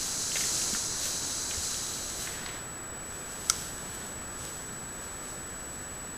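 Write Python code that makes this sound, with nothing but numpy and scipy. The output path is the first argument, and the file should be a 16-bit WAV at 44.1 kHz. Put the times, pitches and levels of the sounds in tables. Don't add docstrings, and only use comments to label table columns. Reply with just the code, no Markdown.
import sys
import numpy as np
from scipy import signal
from scipy.fft import rfft, irfft, next_fast_len
from scipy.io import wavfile
from scipy.ndimage import map_coordinates

SR = 44100
rng = np.random.default_rng(int(sys.argv[2]) if len(sys.argv) > 2 else 0)


def wav_out(sig):
    wavfile.write(sys.argv[1], SR, np.round(np.clip(np.atleast_2d(sig).T, -1, 1) * 32767).astype(np.int16))


N = 272097


def hiss():
    # time in seconds, level in dB.
    effort = [(0, -34.5), (.24, -33.5), (.43, -31.5), (.66, -31.8), (.9, -35), (1.76, -35.7), (2.02, -41),
              (2.25, -41.5)]
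    # frequency in Hz, relative level in dB.
    jet_spectrum = [(1000, -19), (2600, -19.5), (3650, -15.5), (4150, -5.5), (5400, -4.5), (5950, -0.4),
                    (6480, 0.5), (6950, -2), (7300, -2.5), (8300, -8.5), (9200, -9), (10800, -13.5),
                    (12500, -26), (15500, -29)]
    times, levels = np.transpose(effort)
    effort_db = np.interp(np.arange(N) / SR, times, levels)
    flutter = amp(0.61 * wobble(34.76) + 0.39 * wobble(260))
    jet = amp(effort_db) * coloured(rng.standard_normal(N), jet_spectrum)
    mouth = unit(filtered(rng.standard_normal(N), lambda f: resonance(f, hz=4010, width_hz=350) ** 2))
    mouth *= amp(-48.5 + 0.16 * (effort_db - levels.mean()))
    jaw_opens_s = 2.23
    jet *= gate(0, jaw_opens_s, rise_db_per_s=0, fall_db_per_s=54)
    mouth *= gate(0, jaw_opens_s, rise_db_per_s=0, fall_db_per_s=130)
    return flutter * (jet + mouth)


def huff():
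    # frequency in Hz, relative level in dB.
    throat_spectrum = [(300, -10), (900, -5), (1500, -2), (1950, -1), (2500, -7), (3300, -5), (5000, -9),
                       (10000, -21)]
    start_s, hold_s = 2.316, 0.25
    flow = gate(start_s, start_s + hold_s, rise_db_per_s=160, fall_db_per_s=115)
    return amp(-45.5) * flow * coloured(rng.standard_normal(N), throat_spectrum)


def stick():
    # start in seconds, relative level in dB.
    fractures = [(3.4984, -6), (3.4989, -2.5), (3.4997, 1)]
    # pitch in Hz, relative level in dB, seconds to fade by 60 dB.
    ping_tones = [(2240, -28, 0.015), (3300, -23.5, 0.017), (4150, -39, .005), (5400, -12.5, 0.0047),
                  (5830, -12, 0.0061), (6400, -8.5, 0.0038), (6930, -8.5, 0.003), (8160, -12, 0.0042),
                  (8800, -26, 0.0054), (12500, -33, 0.0028)]
    # pitch in Hz, level in dB, seconds to fade by 60 dB.
    bend = (1340, -8.5, .014)
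    out, t = np.zeros(N), np.arange(SR // 10) / SR
    opening_s = 0.00008
    opening = 1 - np.exp(-t / opening_s)
    for start, db in fractures:
        ping = sum(amp(tone_db + rng.normal(0, 1) - 60 * t / fade_s) * np.sin(2 * np.pi * hz * t)
                   for hz, tone_db, fade_s in ping_tones)
        add(out, start, amp(db + 1.5) * ping * opening)
    tearing = np.zeros(N)
    add(tearing, fractures[-1][0], rng.standard_normal(len(t)) * amp(-17 - 60 * t / 0.03))
    out += filtered(tearing, lambda f: resonance(f, hz=6700, width_hz=7000) ** 2)
    bend_hz, bend_db, bend_fade_s = bend
    swell = 1 - np.exp(-t * bend_hz / 2)
    ring = np.sin(2 * np.pi * bend_hz * t) * amp(bend_db - 60 * t / bend_fade_s)
    add(out, fractures[0][0], ring * swell)
    return signal.sosfilt(signal.butter(2, 1000, "highpass", fs=SR, output="sos"), out)


def ferns():
    # loudest moment in seconds, level in dB, length in seconds.
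    sweeps = [(0.062, -39, 0.23), (0.414, -35.5, 0.2), (.6, -40.5, 0.29), (0.736, -39.5, .07),
              (1.06, -35, 0.13), (1.28, -44.5, .2), (1.636, -40.5, 0.49), (1.95, -43.5, 0.37),
              (2.224, -38.5, .16), (3.15, -49, 0.25), (3.328, -46, 0.15), (3.466, -44.5, 0.17),
              (3.59, -41.5, 0.26), (3.934, -46.5, 0.26), (4.047, -50.5, 0.13), (4.43, -45, .14),
              (4.52, -48.5, 0.46), (5.04, -51, 0.31), (5.284, -49, .2), (5.69, -53, .8)]
    # frequency in Hz, relative level in dB.
    swish_spectrum = [(500, -14.5), (2000, -9), (3300, -1.5), (4600, -2.5), (6300, 1), (8500, -0.5),
                      (10500, -6), (12500, -7), (15500, -16)]
    ticks_per_s, rise_db, fall_db = 900, 18.5, 10
    ticks = (rng.random(N) < ticks_per_s / SR) * rng.standard_normal(N)
    ticks *= amp(3.5 * np.minimum(rng.exponential(size=N), 4))
    rub = rng.standard_normal(N) + amp(-6.5) * unit(ticks)
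    power = sum((amp(db) * gate(peak_s, peak_s, rise_db / length, fall_db / length)) ** 2
                for peak_s, db, length in sweeps)
    power += amp(-59.5) ** 2
    return np.sqrt(power) * coloured(rub, swish_spectrum)


def twigs():
    # start in seconds, level in dB, pitch in Hz.
    cracks = [(.318, -25, 2900), (0.356, -22.5, 2200), (.368, -22, 2120), (.369, -23, 3550),
              (.409, -24.5, 2140), (.438, -26.5, 2060), (.616, -28, 2530), (0.7485, -22, 1600),
              (1.509, -29.5, 2920), (1.512, -30, 1600), (1.537, -31, 1800), (1.742, -27.5, 3380),
              (2.273, -26.5, 1800), (2.461, -28.5, 4500), (2.463, -25, 1810), (2.491, -26, 2120)]
    out, t = np.zeros(N), np.arange(SR // 16) / SR
    f = np.fft.rfftfreq(len(t), 1 / SR)
    snap = amp(-60 * t / 0.0059)
    crumble = amp(-9.5 - 60 * t / 0.055)
    for start, db, hz in cracks:
        burst = rng.standard_normal(len(t)) * (snap + crumble)
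        crack = irfft(rfft(burst) * resonance(f, hz, width_hz=1160) ** 2, len(t))
        add(out, start, amp(db - 0.5) * crack / np.abs(crack).max())
    return out


def hooves():
    # start in seconds, level in dB, pitch in Hz.
    steps = [(0.358, -29, 570), (.731, -27, 200), (1.572, -33.5, 80)]
    out, t = np.zeros(N), np.arange(SR // 5) / SR
    for start, db, hz in steps:
        cycles = hz * t
        swell = 1 - np.exp(-cycles / 0.13)
        add(out, start, amp(db - 5 * cycles) * swell * np.sin(2 * np.pi * cycles))
    return out


def trunk_echo(sound):
    # frequency in Hz, seconds to fade by 60 dB.
    fade_times = [(200, 0.31), (1500, 0.54), (4000, 1), (8000, 0.25), (14000, 0.42)]
    hz, t, bands = signal.stft(rng.standard_normal(SR), SR, nperseg=256)
    bands *= amp(-60 * t / along(fade_times, hz)[:, None])
    _, far = signal.istft(bands, SR, nperseg=256)
    t = np.arange(len(far)) / SR
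    spikes = rng.standard_normal(len(t)) ** 3
    near = spikes * amp(-60 * t / 0.067) * (t > 0.002)
    echo = amp(-14.5) * far / np.linalg.norm(far) + amp(-13) * near / np.linalg.norm(near)
    return signal.fftconvolve(sound, echo)[:N]


def forest_air():
    # frequency in Hz, relative level in dB.
    air_spectrum = [(20, -1.5), (80, 0), (160, -2), (400, -4.5), (750, -8.5), (1050, -9.5), (1300, -7),
                    (1700, -8), (2050, -15), (3000, -19.5), (5000, -24), (9000, -29), (15500, -26)]
    return amp(-43 + 0.35 * wobble(2.28)) * coloured(rng.standard_normal(N), air_spectrum)


def camera_whine(hz=7867.2):
    return amp(-43) * unit(np.sin(2 * np.pi * hz * np.arange(N) / SR))


def amp(db):
    return 10 ** (np.asarray(db) / 20)


def unit(sound):
    return sound / np.sqrt(np.mean(sound ** 2) + 1e-20)


def along(points, hz):
    frequencies, values = np.transpose(points)
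    return np.interp(np.log(hz + 1), np.log(frequencies + 1), values)


def wobble(rate):
    return map_coordinates(rng.standard_normal(int(N * rate / SR) + 4), [np.arange(N) * rate / SR])


def gate(start, end, rise_db_per_s, fall_db_per_s):
    t = np.arange(N) / SR
    return amp(-rise_db_per_s * np.maximum(start - t, 0) - fall_db_per_s * np.maximum(t - end, 0))


def filtered(sound, response):
    size = next_fast_len(N + SR // 2)
    return irfft(rfft(sound, size) * response(np.fft.rfftfreq(size, 1 / SR)), size)[:N]


def coloured(sound, spectrum):
    return unit(filtered(sound, lambda hz: amp(along(spectrum, hz))))


def resonance(f, hz, width_hz):
    return 1j * f * width_hz / (hz * hz - f * f + 1j * f * width_hz)


def add(track, start_s, sound):
    part = track[max(round(start_s * SR), 0):][:len(sound)]
    part += sound[:len(part)]


def scene():
    wood = twigs() + stick()
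    mono = hiss() + huff() + ferns() + hooves() + wood + trunk_echo(wood) + forest_air() + camera_whine()
    return np.array([mono, mono])


def record(dry):
    top_hz = 15350
    return np.array([filtered(channel, lambda hz: hz < top_hz) for channel in dry])


dry = scene()
out = record(dry)
wav_out(out)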